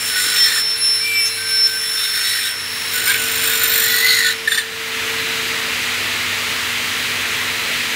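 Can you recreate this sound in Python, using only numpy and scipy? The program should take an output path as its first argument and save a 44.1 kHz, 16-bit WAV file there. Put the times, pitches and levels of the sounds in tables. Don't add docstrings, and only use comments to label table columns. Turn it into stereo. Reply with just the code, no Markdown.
import sys
import numpy as np
from scipy import signal
from scipy.fft import rfft, irfft, next_fast_len
from scipy.io import wavfile
from scipy.ndimage import uniform_filter1d, map_coordinates

SR = 44100
rng = np.random.default_rng(int(sys.argv[2]) if len(sys.argv) > 2 else 0)


def to_linear_factor(level_db):
    exponent = np.asarray(level_db, float) / 20
    return 10 ** exponent


def generate_wav(sig):
    pcm = np.round(np.clip(np.atleast_2d(sig).T, -1, 1) * 32767).astype(np.int16)
    wavfile.write(sys.argv[1], SR, pcm)


N = 350595
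T = np.arange(N) / SR

TEETH = 108
TOP_HZ = 15740
OCTAVE_BEAT_S, OCTAVE_NULL_S, OCTAVE_BEAT_DEPTH = 0.135, 0.357, 0.92
NEAR_LINES_DB, FAR_LINES_DB, FREE_DB, SETTLED_S, SETTLED_DB = -40, -55, 5, 3.1, -9
LOW_GROWS, MID_GROWS = 0.35, 1.24
UP_SHIFTS, RIM_SHIFTS, WEB_SHIFTS = 0.77, -0.63, 0.12
FLANGE_RESTS = .85
EDGE_SAG_HZ_PER_S = 450
HIGH_SPOT_DB, HIGH_SPOT_SCATTER_DB = 9, 1
RUMBLE_DB = -16
MAINS_DB, MAINS_GROWS, FIRST_DB, FIRST_GROWS = -49.5, 0.61, -48, 1.32
RIDGE_FLICKER_DB, RIDGE_WANDER = 2.5, .6
PLUCK_HZ, PLUCK_UPPER_HZ, PLUCK_UPPER_DB = 1810, 3590, -9.5

# (time [s], tooth rate [Hz], whistle level [dB], octave level [dB])
SPINDLE = [(0, 5386, -28, -30), (.2, 5388, -24, -30), (.42, 5379, -24, -27), (.51, 5361, -22, -33),
           (.68, 5371, -18, -39), (.84, 5362, -21, -33), (1.05, 5367, -21, -31), (1.25, 5365, -26, -34),
           (1.39, 5374, -31, -35), (1.52, 5382, -21, -30), (1.69, 5360, -24, -36), (1.74, 5380, -24, -31),
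           (2.0, 5387, -22.5, -31), (2.3, 5385, -24, -32), (2.6, 5389, -30, -42), (2.92, 5390, -34, -40),
           (4.2, 5387, -35, -42), (4.42, 5390, -43, -62)]
# (peak time [s], level [dB], rise [s], fall for 10 dB [s])
WHISTLE_SWELLS = [
    (.43, -13.5, 0.056, .045),
    (.845, -27, .04, .07),
    (.912, -22, .07, .045),
    (1.19, -24.5, 0.053, .09),
    (1.27, -22, 0.038, .013),
    (1.672, -15, .12, 0),
]
# (time [s], depth [dB], half width [s])
WHISTLE_NULLS = [
    (.51, 7, 0.025),
    (.788, 18, 0.021),
    (1.11, 16, 0.041),
]
# (peak time [s], level [dB], rise [s], fall for 10 dB [s])
OCTAVE_SWELLS = [
    (.576, -33, .04, .09),
    (.805, -25.5, 0.038, 0.15),
    (1.24, -32.5, .05, 0.15),
]
# (time [s], level [dB])
HALF_RATE = [
    (.7, -70),
    (.76, -37),
    (.95, -43),
    (1.0, -54),
    (1.08, -35),
    (1.38, -36),
    (1.46, -70),
]
# (time [s], frequency [Hz], level [dB])
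SQUEAL = [
    (0.99, 2270, -38),
    (1.056, 2354, -22),
    (1.19, 2324, -17.5),
    (1.254, 2255, -30),
    (1.28, 2369, -34),
]
LINES_ABOVE_DB = [0, -1, -7, -6]
LINES_BELOW_DB = [-9, -7, -6, -10]
# (time [s], level [dB], pitch shift [share])
SHAKE = [(.06, -42, -0.012), (.11, -25.5, -0.002), (.49, -19.5, 0.0067), (.58, -22, -.03), (.62, -31, 0),
         (1.4, -33.5, 0.0033), (1.62, -29, .03), (1.8, -39, -0.032), (1.97, -28.5, -0.0074),
         (2.37, -24, .02), (2.48, -27, -0.057), (2.52, -36, -.02), (2.91, -30, 0.0063), (2.97, -28, 0.0072),
         (3.24, -32, 0.0018), (3.76, -23, -0.073), (4.11, -16, 0.08), (4.33, -18, -.04)]
# (time [s], level [dB])
CONTACT = [(0, -44), (.015, -36), (.35, -31.5), (.585, -34), (.63, -46), (.84, -42), (1.25, -40.5),
           (1.4, -42), (2.47, -34), (2.57, -47), (2.92, -38), (2.94, -34), (3.03, -38), (3.08, -33.5),
           (3.2, -36.5), (3.5, -31.5), (4.31, -33), (4.37, -40)]
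WALL_S = [
    .62,
    2.14,
    2.9,
    3.5,
]
# (low [dB], middle [dB], upper [dB])
WALL_DB = [(-13, -4.5, -2.5), (-15, -17, 0.5), (-7.5, -1, -1), (-2.5, -16, 0.5), (-3.5, -3.5, -1.5)]
# (low [Hz], middle [Hz], upper [Hz])
WALL_HZ = [(1510, 1870, 3900), (1533, 1830, 3910), (1516, 1887, 3930), (1513, 1850, 3850),
           (1480, 1863, 4030)]
# (rim [dB], web [dB], edge [dB], chips [dB])
DISC_DB = [(5, 4, -5, 1), (-1, 1.2, -4, 0.5), (-3, 4.5, -7, 1.5), (7.5, 6, 5, -1), (6.5, 2.5, 4, -0.3)]
# (rim [Hz], web [Hz], edge [Hz])
DISC_HZ = [(7300, 8830, 14650), (7180, 8830, 14750), (7020, 8800, 14250), (7200, 8990, 14300),
           (7070, 9030, 14200)]
# (frequency [Hz], width [Hz])
LOW_MODES = [(1450, 45), (1485, 12), (1550, 8)]
MID_MODES = [(1700, 110), (1790, 53), (1860, 29), (1920, 77), (1980, 10), (2060, 50)]
UP_MODES = [(3250, 170), (3450, 23), (3680, 36), (3900, 58), (4040, 170), (4230, 52), (4400, 150),
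            (4580, 210)]
RIM_MODES = [(6720, 55), (6900, 120), (7160, 110), (7340, 73), (7600, 130)]
WEB_MODES = [(8810, 70), (9040, 36)]
EDGE_MODES = [(13850, 110), (14150, 110), (14480, 120), (14800, 250)]
# (start [s], length [s])
BETWEEN = (2.52, 0.41)
# (peak time [s], level [dB], rise [s], fall for 10 dB [s])
FLANGE_SWELLS = [
    (.12, -28, .05, 0.3),
    (.74, -33, .06, 0.2),
    (1.62, -25.5, .17, 0.45),
    (1.86, -32, 0.056, 0.4),
    (2.49, -26, .08, 0.1),
    (2.97, -27, 0.048, 0.4),
    (3.1, -24, 0.027, 0.2),
    (4.31, -28, 0.096, 8),
]
# (peak time [s], level [dB], rise [s], fall for 10 dB [s])
EDGE_SONG = [(3.8, -28, .2, .3)]
# (time [s], depth [dB], half width [s])
EDGE_FADE = [(4.28, 9.6, 0.16)]
# (frequency [Hz], density [dB per Hz])
CHIPS = [(530, -50), (900, -22.5), (1470, 1), (3720, -2.5), (5080, -8), (5460, -3.5), (6300, -8.5),
         (7270, -7), (11900, -8), (14300, -9), (15600, -12)]
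# (time [s], roar level [dB])
GAIN = [(0, -27.5), (.4, -26.5), (.8, -30), (1.8, -31), (2.5, -30), (2.9, -25), (3.4, -23), (3.9, -24),
        (4.35, -26), (4.66, -28), (4.9, -23.5), (5.1, -21), (7.95, -20.5)]
# (frequency [Hz], density [dB per Hz])
ROAR = [(530, -34), (900, -12.5), (1370, -4.5), (1520, -5), (1890, 0), (2370, -1), (2570, -1), (4150, -7),
        (5020, -12.5), (6450, -13), (8290, -16.5), (10500, -19), (12000, -20), (15600, -21)]
RUMBLE = [(28, -41), (48, -11.5), (97, -2.5), (192, -5), (241, -5), (455, -3), (609, -6), (1000, -9),
          (1300, -20), (2200, -120)]
# (frequency [Hz], level [dB])
MOTORS = [(667.5, -54), (899, -53), (2045, -43), (3778, -42), (4000, -41), (4221, -45), (4801, -41.5),
          (8000, -51), (11978, -60)]
# (time [s], level over roar [dB])
SECOND_MOTOR = [(.2, -19), (1.55, -12), (2.6, -21), (3.56, -12), (4.6, -12), (5.55, -16.5), (6.1, -24),
                (7.95, -21.5)]
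# (peak time [s], level [dB], rise [s], fall for 10 dB [s])
THUD = [(3.75, -49, .5, -0.5)]
# (start [s], length [s], frequency [Hz], width [Hz], level [dB])
RIDGES = [(.1, .12, 1845, 20, -33), (.1, .08, 1500, 30, -32), (.3, .07, 1860, 35, -30),
          (.37, .13, 1950, 60, -28), (.44, .17, 1790, 40, -28), (.35, .19, 3550, 120, -27),
          (.38, .11, 3200, 70, -29), (.39, .19, 4230, 60, -31), (.22, .12, 3980, 120, -30),
          (2.0, .1, 2200, 50, -38), (2.13, .08, 3650, 40, -33), (2.24, .15, 3910, 50, -31),
          (2.3, .08, 4400, 40, -34), (2.42, .1, 1552, 12, -30), (2.42, .07, 3850, 40, -33),
          (2.17, .04, 1900, 60, -30), (2.24, .1, 1910, 50, -31), (3.84, .26, 3450, 40, -32),
          (4.03, .19, 4200, 150, -25), (4.06, .18, 3910, 30, -29), (3.83, .09, 1900, 200, -24),
          (4.16, .17, 1970, 50, -25), (4.24, .08, 1500, 30, -30), (3.5, .3, 12400, 80, -40),
          (2.93, .5, 13850, 200, -39), (4.472, .14, 7200, 80, -35), (4.475, .135, 14050, 200, -42),
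          (3.45, .6, 1465, 30, -33), (3.47, .1, 1650, 60, -31), (3.62, .22, 1750, 70, -33),
          (3.5, .22, 2320, 40, -34), (3.68, .12, 4150, 200, -30), (3.84, .15, 4150, 250, -28),
          (.25, .15, 1470, 30, -33),
          (.94, .065, 9900, 120, -36), (.99, .045, 9620, 100, -34), (1.02, .04, 9350, 120, -35),
               (.565, .04, 8850, 80, -32), (1.04, .13, 8400, 10, -43), (1.15, .08, 10050, 15, -42),
               (1.25, .045, 7300, 400, -36), (1.255, .035, 11600, 800, -38), (1.9, .6, 14250, 300, -41),
               (3.12, .25, 9035, 15, -36), (4.06, .2, 6650, 60, -35), (2.6, 1.2, 15500, 300, -43)]
# (start [s], length [s], frequency [Hz], width [Hz], level [dB])
CHIRPS = [(1.25, 0.045, 6200, 400, -28), (1.278, 0.39, 2250, 83, -33), (3.075, 0.06, 990, 60, -36),
          (3.2, .5, 2495, 50, -35), (3.45, 0.38, 3700, 25, -32), (3.09, 0.035, 2200, 150, -26),
          (3.66, 0.67, 5790, 30, -41), (3.45, .5, 3660, 40, -36), (0.11, 0.5, 2400, 100, -40),
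          (3.088, .032, 1600, 10, -21), (3.062, .06, 8750, 40, -28), (.51, .12, 7140, 30, -31),
         (.62, .36, 9750, 150, -42), (4.17, .16, 1800, 35, -22), (4.472, .145, 8930, 90, -32),
         (3.063, .035, 5050, 80, -29)]
# (start [s], length [s], frequency [Hz], level [dB])
NOTES = [(3.3, .4, 9035, -32), (.11, .3, 1470, -35), (.77, .27, 4040, -35), (1.25, .45, 4120, -39),
         (.7, .5, 4580, -43), (1.36, .44, 1552, -32), (1.79, .12, 3490, -33.5), (1.8, .08, 1920, -33),
         (1.95, .18, 3610, -33), (2.4, .1, 3580, -32), (2.93, .075, 1478, -27), (2.15, .15, 4400, -34)]
# (time [s], peak level [dB], length [s])
RATTLE = [(3.075, -8, .008), (3.085, -6, .004), (3.096, -11, .006), (3.105, -5, .005), (3.112, -9, .007),
          (3.123, -8, .004), (3.146, -5, .005), (3.154, -12, .004), (3.165, -11, .007)]
# (frequency [Hz], width [Hz], level [dB])
OFFCUT_MODES = [(1640, 63, 0), (1960, 42, -13), (2270, 44, 2), (3040, 21, -4), (3270, 19, -3),
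                (3650, 100, -8), (4400, 150, -11), (5000, 49, -13)]
# (time [s], peak level [dB], length [s])
GRAZES = [
    (4.477, -5, 0.012),
    (4.513, -14, 0.01),
    (4.521, -5, 0.015),
    (4.547, -8, 0.012),
    (4.577, -6, 0.006),
    (4.585, -9, .016),
]
# (frequency [Hz], width [Hz], level [dB])
GRAZED_MODES = [(1780, 65, 2), (3550, 32, 0), (3890, 39, -7), (4100, 49, -8), (4520, 150, -13),
                (5300, 25, -15), (7150, 64, -14), (8850, 91, -10), (9550, 44, -16), (14050, 130, -19)]
# (time [s], frequency [Hz], level [dB])
HOWL = [
    (3.86, 1960, -36),
    (3.92, 1972, -27),
    (4.0, 1985, -19),
    (4.06, 2015, -17),
    (4.13, 2040, -19),
    (4.18, 2040, -25),
    (4.22, 2030, -45),
]
# (peak time [s], level [dB], rise [s], fall for 10 dB [s])
PLUCKS = [
    (4.48, -14, .005, .006),
    (4.522, -12, .007, .005),
    (4.547, -18, .004, .006),
    (4.583, -14, .008, .006),
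]


def curves(rows, off=None):
    times_s, *columns = np.transpose(rows)
    return [np.interp(T, times_s, column, off, off) for column in columns]


def unit(x):
    return x / np.sqrt(np.mean(np.abs(x) ** 2) + 1e-20)


def wobble(rate_hz):
    return map_coordinates(rng.standard_normal(int(N * rate_hz / SR) + 4), [T * rate_hz])


def cycles(hz):
    return 2 * np.pi * np.cumsum(hz * np.ones(N)) / SR


def gate(start_s, length_s, edge_s):
    return np.clip(np.minimum(T - start_s, start_s + length_s - T) / edge_s, 0, 1)


def swells(rows):
    return sum(to_linear_factor(db - 10 * ((T - s) / np.where(T < s, rise_s, fall_s)) ** 2) for s, db, rise_s, fall_s in rows)


def nulls(rows):
    return to_linear_factor(-sum(db * np.exp(-((T - s) / width_s) ** 2) for s, db, width_s in rows))


def ringing(hz, width_hz):
    drift = rng.standard_normal((2, N))
    for poles in (1, 3):
        drift = signal.lfilter([1], [1, -np.exp(-poles * np.pi * width_hz / SR)], drift)
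    phase = cycles(hz)
    return unit(drift[0] * np.cos(phase) + drift[1] * np.sin(phase))


def rush(spectrum, patchy_db):
    bins = signal.stft(rng.standard_normal(N), nperseg=512)[2]
    patches = uniform_filter1d(uniform_filter1d(rng.standard_normal(bins.shape), 6, 0), 12, 1)
    noise = signal.istft(bins * to_linear_factor(patchy_db * unit(patches)), nperseg=512)[1][:N]
    hz, db = np.transpose(spectrum)
    size = next_fast_len(N)
    log_hz = np.log(np.fft.rfftfreq(size, 1 / SR) + 1)
    colour = to_linear_factor(np.interp(log_hz, np.log(hz), db, left=-120))
    return unit(irfft(rfft(noise, size) * colour, size)[:N])


def runout(tooth):
    def line(phase, db):
        return to_linear_factor(db) * np.sin(phase + rng.uniform(0, 2 * np.pi))

    settled_db = SETTLED_DB * gate(SETTLED_S - .15, N / SR, .3)
    turn, orders = tooth / TEETH, range(1, 13)
    near = sum(line(tooth + k * turn, db + 3.4 * wobble(4.9)) for k, db in zip(orders, LINES_ABOVE_DB))
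    near += sum(line(tooth - k * turn, db + 1.5 * wobble(4.9)) for k, db in zip(orders, LINES_BELOW_DB))
    far = 0
    for k in orders:
        far = far + line(2 * tooth + k * turn, rng.normal(0, 3) - .4 * k)
        far = far + line(2 * tooth - k * turn, rng.normal(0, 3) - .8 * k)
    far_db = FAR_LINES_DB + FREE_DB * gate(*BETWEEN, .1) + settled_db / 4
    return to_linear_factor(NEAR_LINES_DB + settled_db) * near + to_linear_factor(far_db) * far


def squeal(tooth):
    wall_hz, wall_db = curves(SQUEAL)
    wall = cycles(wall_hz)
    mixed = to_linear_factor(-17.5) * np.sin(tooth - wall) + to_linear_factor(-19) * np.sin(tooth + wall)
    mixed += to_linear_factor(-16) * np.sin(2 * tooth + wall) + to_linear_factor(-25) * np.sin(2 * tooth - wall)
    mixed += to_linear_factor(-29) * np.sin(2 * wall)
    return to_linear_factor(wall_db) * gate(0.97, 0.34, .03) * (np.sin(wall) + mixed)


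def whistle():
    hz, db, octave_db = curves(SPINDLE)
    tooth = cycles(hz)
    base = (to_linear_factor(db) + swells(WHISTLE_SWELLS)) * nulls(WHISTLE_NULLS) * to_linear_factor(0.69 * wobble(40.24))
    dip = 1 - np.abs(np.sin(np.pi * (T - OCTAVE_NULL_S) / OCTAVE_BEAT_S))
    beat = 1 - OCTAVE_BEAT_DEPTH * gate(0.27, 1.15, 0.073) * dip
    octave = beat * to_linear_factor(octave_db + 1.2 * wobble(40.0) + 1.3 * wobble(5.8)) + swells(OCTAVE_SWELLS)
    strikes = base * np.sin(tooth) + octave * np.sin(2 * tooth) + runout(tooth)
    halves = np.sin(tooth / 2) + to_linear_factor(-11) * np.sin(1.5 * tooth) + to_linear_factor(-7) * np.sin(2.5 * tooth)
    halves *= to_linear_factor(curves(HALF_RATE)[0] + 3.0 * wobble(11.9))
    return np.sqrt(2) * (gate(-0.98, 5.6, .06) * strikes + halves + squeal(tooth))


def family(modes, centre_hz, reach_hz, flicker_db):
    shares = [np.exp(-((hz - centre_hz) / reach_hz) ** 2) + .02 for hz, _ in modes]
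    rung = sum(share * to_linear_factor(flicker_db * wobble(18)) * ringing(hz, width_hz)
               for share, (hz, width_hz) in zip(shares, modes))
    return unit(rung / np.sqrt(np.sum(np.square(shares), axis=0)))


def by_wall(rows):
    values = np.array(rows, float)[np.searchsorted(WALL_S, T)].T
    return uniform_filter1d(values, size=SR // 24, axis=1)


def chatter(turn):
    sink = (turn / (2 * np.pi)) % 1
    gain = to_linear_factor(-HIGH_SPOT_DB * sink + HIGH_SPOT_SCATTER_DB * wobble(50))
    return np.where(T > WALL_S[2], unit(uniform_filter1d(gain, size=SR // 500)), 1)


def profile():
    shake_db, shift = curves(SHAKE)
    over_db = shake_db + 25
    low_db, mid_db, up_db = by_wall(WALL_DB)
    low_hz, mid_hz, up_hz = by_wall(WALL_HZ)
    low = to_linear_factor(low_db + LOW_GROWS * over_db - 31.0) * (1 - FLANGE_RESTS * gate(*BETWEEN, .02))
    low += to_linear_factor(-10.0) * swells(FLANGE_SWELLS)
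    mid = to_linear_factor(mid_db + MID_GROWS * over_db - 29.5)
    up = to_linear_factor(up_db + shake_db - 1.5)
    rung = low * family(LOW_MODES, low_hz, reach_hz=35, flicker_db=0.5)
    rung += mid * family(MID_MODES, mid_hz * (1 + shift), reach_hz=100, flicker_db=1.5)
    return rung + up * family(UP_MODES, up_hz * (1 + UP_SHIFTS * shift), reach_hz=645, flicker_db=1.0)


def disc_and_chips(turn):
    shift = curves(SHAKE)[1]
    rim_db, web_db, edge_db, chips_db = by_wall(DISC_DB) + curves(CONTACT)[0]
    rim_hz, web_hz, edge_hz = by_wall(DISC_HZ)
    rim_hz = rim_hz * (1 + RIM_SHIFTS * shift)
    web_hz = web_hz * (1 + WEB_SHIFTS * shift)
    edge_hz = edge_hz - EDGE_SAG_HZ_PER_S * np.clip(T - 3.85, -.35, .5)
    rim = to_linear_factor(rim_db - 3.0) * np.sqrt(chatter(turn))
    edge = (to_linear_factor(edge_db + 2.0) + swells(EDGE_SONG)) * nulls(EDGE_FADE) * chatter(turn)
    web = 0.84 * family(WEB_MODES, web_hz, reach_hz=110, flicker_db=0.5) + 0.72 * ringing(web_hz, 380)
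    disc = rim * family(RIM_MODES, rim_hz, reach_hz=387, flicker_db=2)
    disc += to_linear_factor(web_db - 1.4) * web
    disc += edge * family(EDGE_MODES, edge_hz, reach_hz=330, flicker_db=1.5)
    disc *= 1 - 0.5 * gate(*BETWEEN, 0.018)
    return disc + to_linear_factor(chips_db + 10) * rush(CHIPS, patchy_db=2.1)


def cut():
    turn = cycles(curves(SPINDLE)[0] / TEETH + 0.73 * wobble(5.07))
    pulse_db = 1.7 * np.sin(turn) + .6 * np.sin(2 * turn + 1) + .9 * np.sin(4 * turn) + 1.05 * wobble(30)
    return gate(-1, 5.345, .025) * unit(to_linear_factor(pulse_db)) * (profile() + disc_and_chips(turn))


def shop():
    roar_db, = curves(GAIN)
    over_db = roar_db + 25
    noise = to_linear_factor(roar_db + RUMBLE_DB) * rush(RUMBLE, patchy_db=1.16)
    noise += to_linear_factor(roar_db + 0.17 * wobble(9)) * rush(ROAR, patchy_db=0.5)
    noise += swells(THUD) * rush([(28, -24.5), (50, 0), (110, -4), (200, -30)], patchy_db=1.0)
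    mains = to_linear_factor(MAINS_DB + MAINS_GROWS * over_db + 1.3 * wobble(2.02)) * nulls([(4.7, 4.5, 0.24)])
    first = to_linear_factor(FIRST_DB + FIRST_GROWS * over_db)
    second = to_linear_factor(roar_db + curves(SECOND_MOTOR)[0]) * nulls([(6.64, 11, 0.037)])
    hum = mains * np.sin(cycles(100))
    hum += first * np.sin(cycles(244.3 + 0.26 * wobble(1.85)))
    hum += second * np.sin(cycles(449.2 + 0.4 * wobble(1.97)))
    tones = sum(to_linear_factor(db + 1.5 * wobble(4)) * np.sin(cycles(hz + 1.5 * wobble(6))) for hz, db in MOTORS)
    return noise + np.sqrt(2) * (hum + to_linear_factor(roar_db + 21) * tones)


def ridges():
    total = np.zeros(N)
    for start_s, length_s, hz, width_hz, db in RIDGES:
        wander_hz = RIDGE_WANDER * width_hz * wobble(30 + width_hz)
        ragged = to_linear_factor(RIDGE_FLICKER_DB * wobble(45)) * np.sin(cycles(hz + wander_hz))
        total += to_linear_factor(db) * gate(start_s, length_s, length_s / 6) * ragged
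    return np.sqrt(2) * total


def chirps():
    total = np.zeros(N)
    for start_s, length_s, hz, width_hz, db in CHIRPS:
        total += to_linear_factor(db) * gate(start_s, length_s, length_s / 6) * ringing(hz, width_hz)
    for start_s, length_s, hz, db in NOTES:
        note = to_linear_factor(2.5 * wobble(25)) * np.sqrt(2) * np.sin(cycles(hz + 9 * wobble(20)))
        total += to_linear_factor(db) * gate(start_s, length_s, 0.024) * note
    return total


def touches(events, modes, hiss, rise_s, tail_s):
    body = sum(to_linear_factor(db) * np.sqrt(width_hz) * ringing(hz, 2.0 * width_hz) for hz, width_hz, db in modes)
    scrape = unit(body) + hiss * rush(CHIPS, patchy_db=-3.0)
    scrape = scrape / np.sqrt(np.abs(uniform_filter1d(scrape ** 2, size=SR // 120)) + .05)
    level = np.zeros(N)
    for s, db, length_s in events:
        after_s = np.maximum(T - (s - .003), 0)
        decay = np.exp(-(after_s / length_s) ** 2) + .25 * to_linear_factor(-60 * after_s / tail_s)
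        level += to_linear_factor(db - 9.0) * np.minimum(after_s / rise_s, 1) * decay
    return scrape * level


def grazes():
    offcut = touches(RATTLE, OFFCUT_MODES, hiss=0.38, rise_s=0.0015, tail_s=0.08)
    return offcut + touches(GRAZES, GRAZED_MODES, hiss=0.39, rise_s=0.0035, tail_s=0.31)


def howl():
    hz, db = curves(HOWL)
    tone = gate(3.85, .38, .02) * to_linear_factor(db + 2.5 * wobble(35)) * np.sin(cycles(hz + 16 * wobble(45)))
    lower = np.sin(cycles(PLUCK_HZ + 25 * wobble(40)))
    upper = to_linear_factor(PLUCK_UPPER_DB + 2.2 * wobble(60)) * np.sin(cycles(PLUCK_UPPER_HZ + 80 * wobble(90)))
    return np.sqrt(2) * (tone + swells(PLUCKS) * (lower + upper))


def scene():
    mono = whistle() + cut() + shop() + ridges() + chirps() + grazes() + howl()
    return np.tile(mono, (2, 1))


def roll_off(x):
    return signal.sosfilt(signal.butter(12, 16870, fs=SR, output="sos"), x)


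def record(dry):
    soft = dry / (1 + np.abs(dry / .75) ** 5) ** (1 / 5)
    size = next_fast_len(N)
    in_band = np.fft.rfftfreq(size, 1 / SR) < TOP_HZ
    mix = irfft(rfft(soft, size) * in_band, size)[:, :N]
    return roll_off(mix)


dry = scene()
out = record(dry)
generate_wav(out)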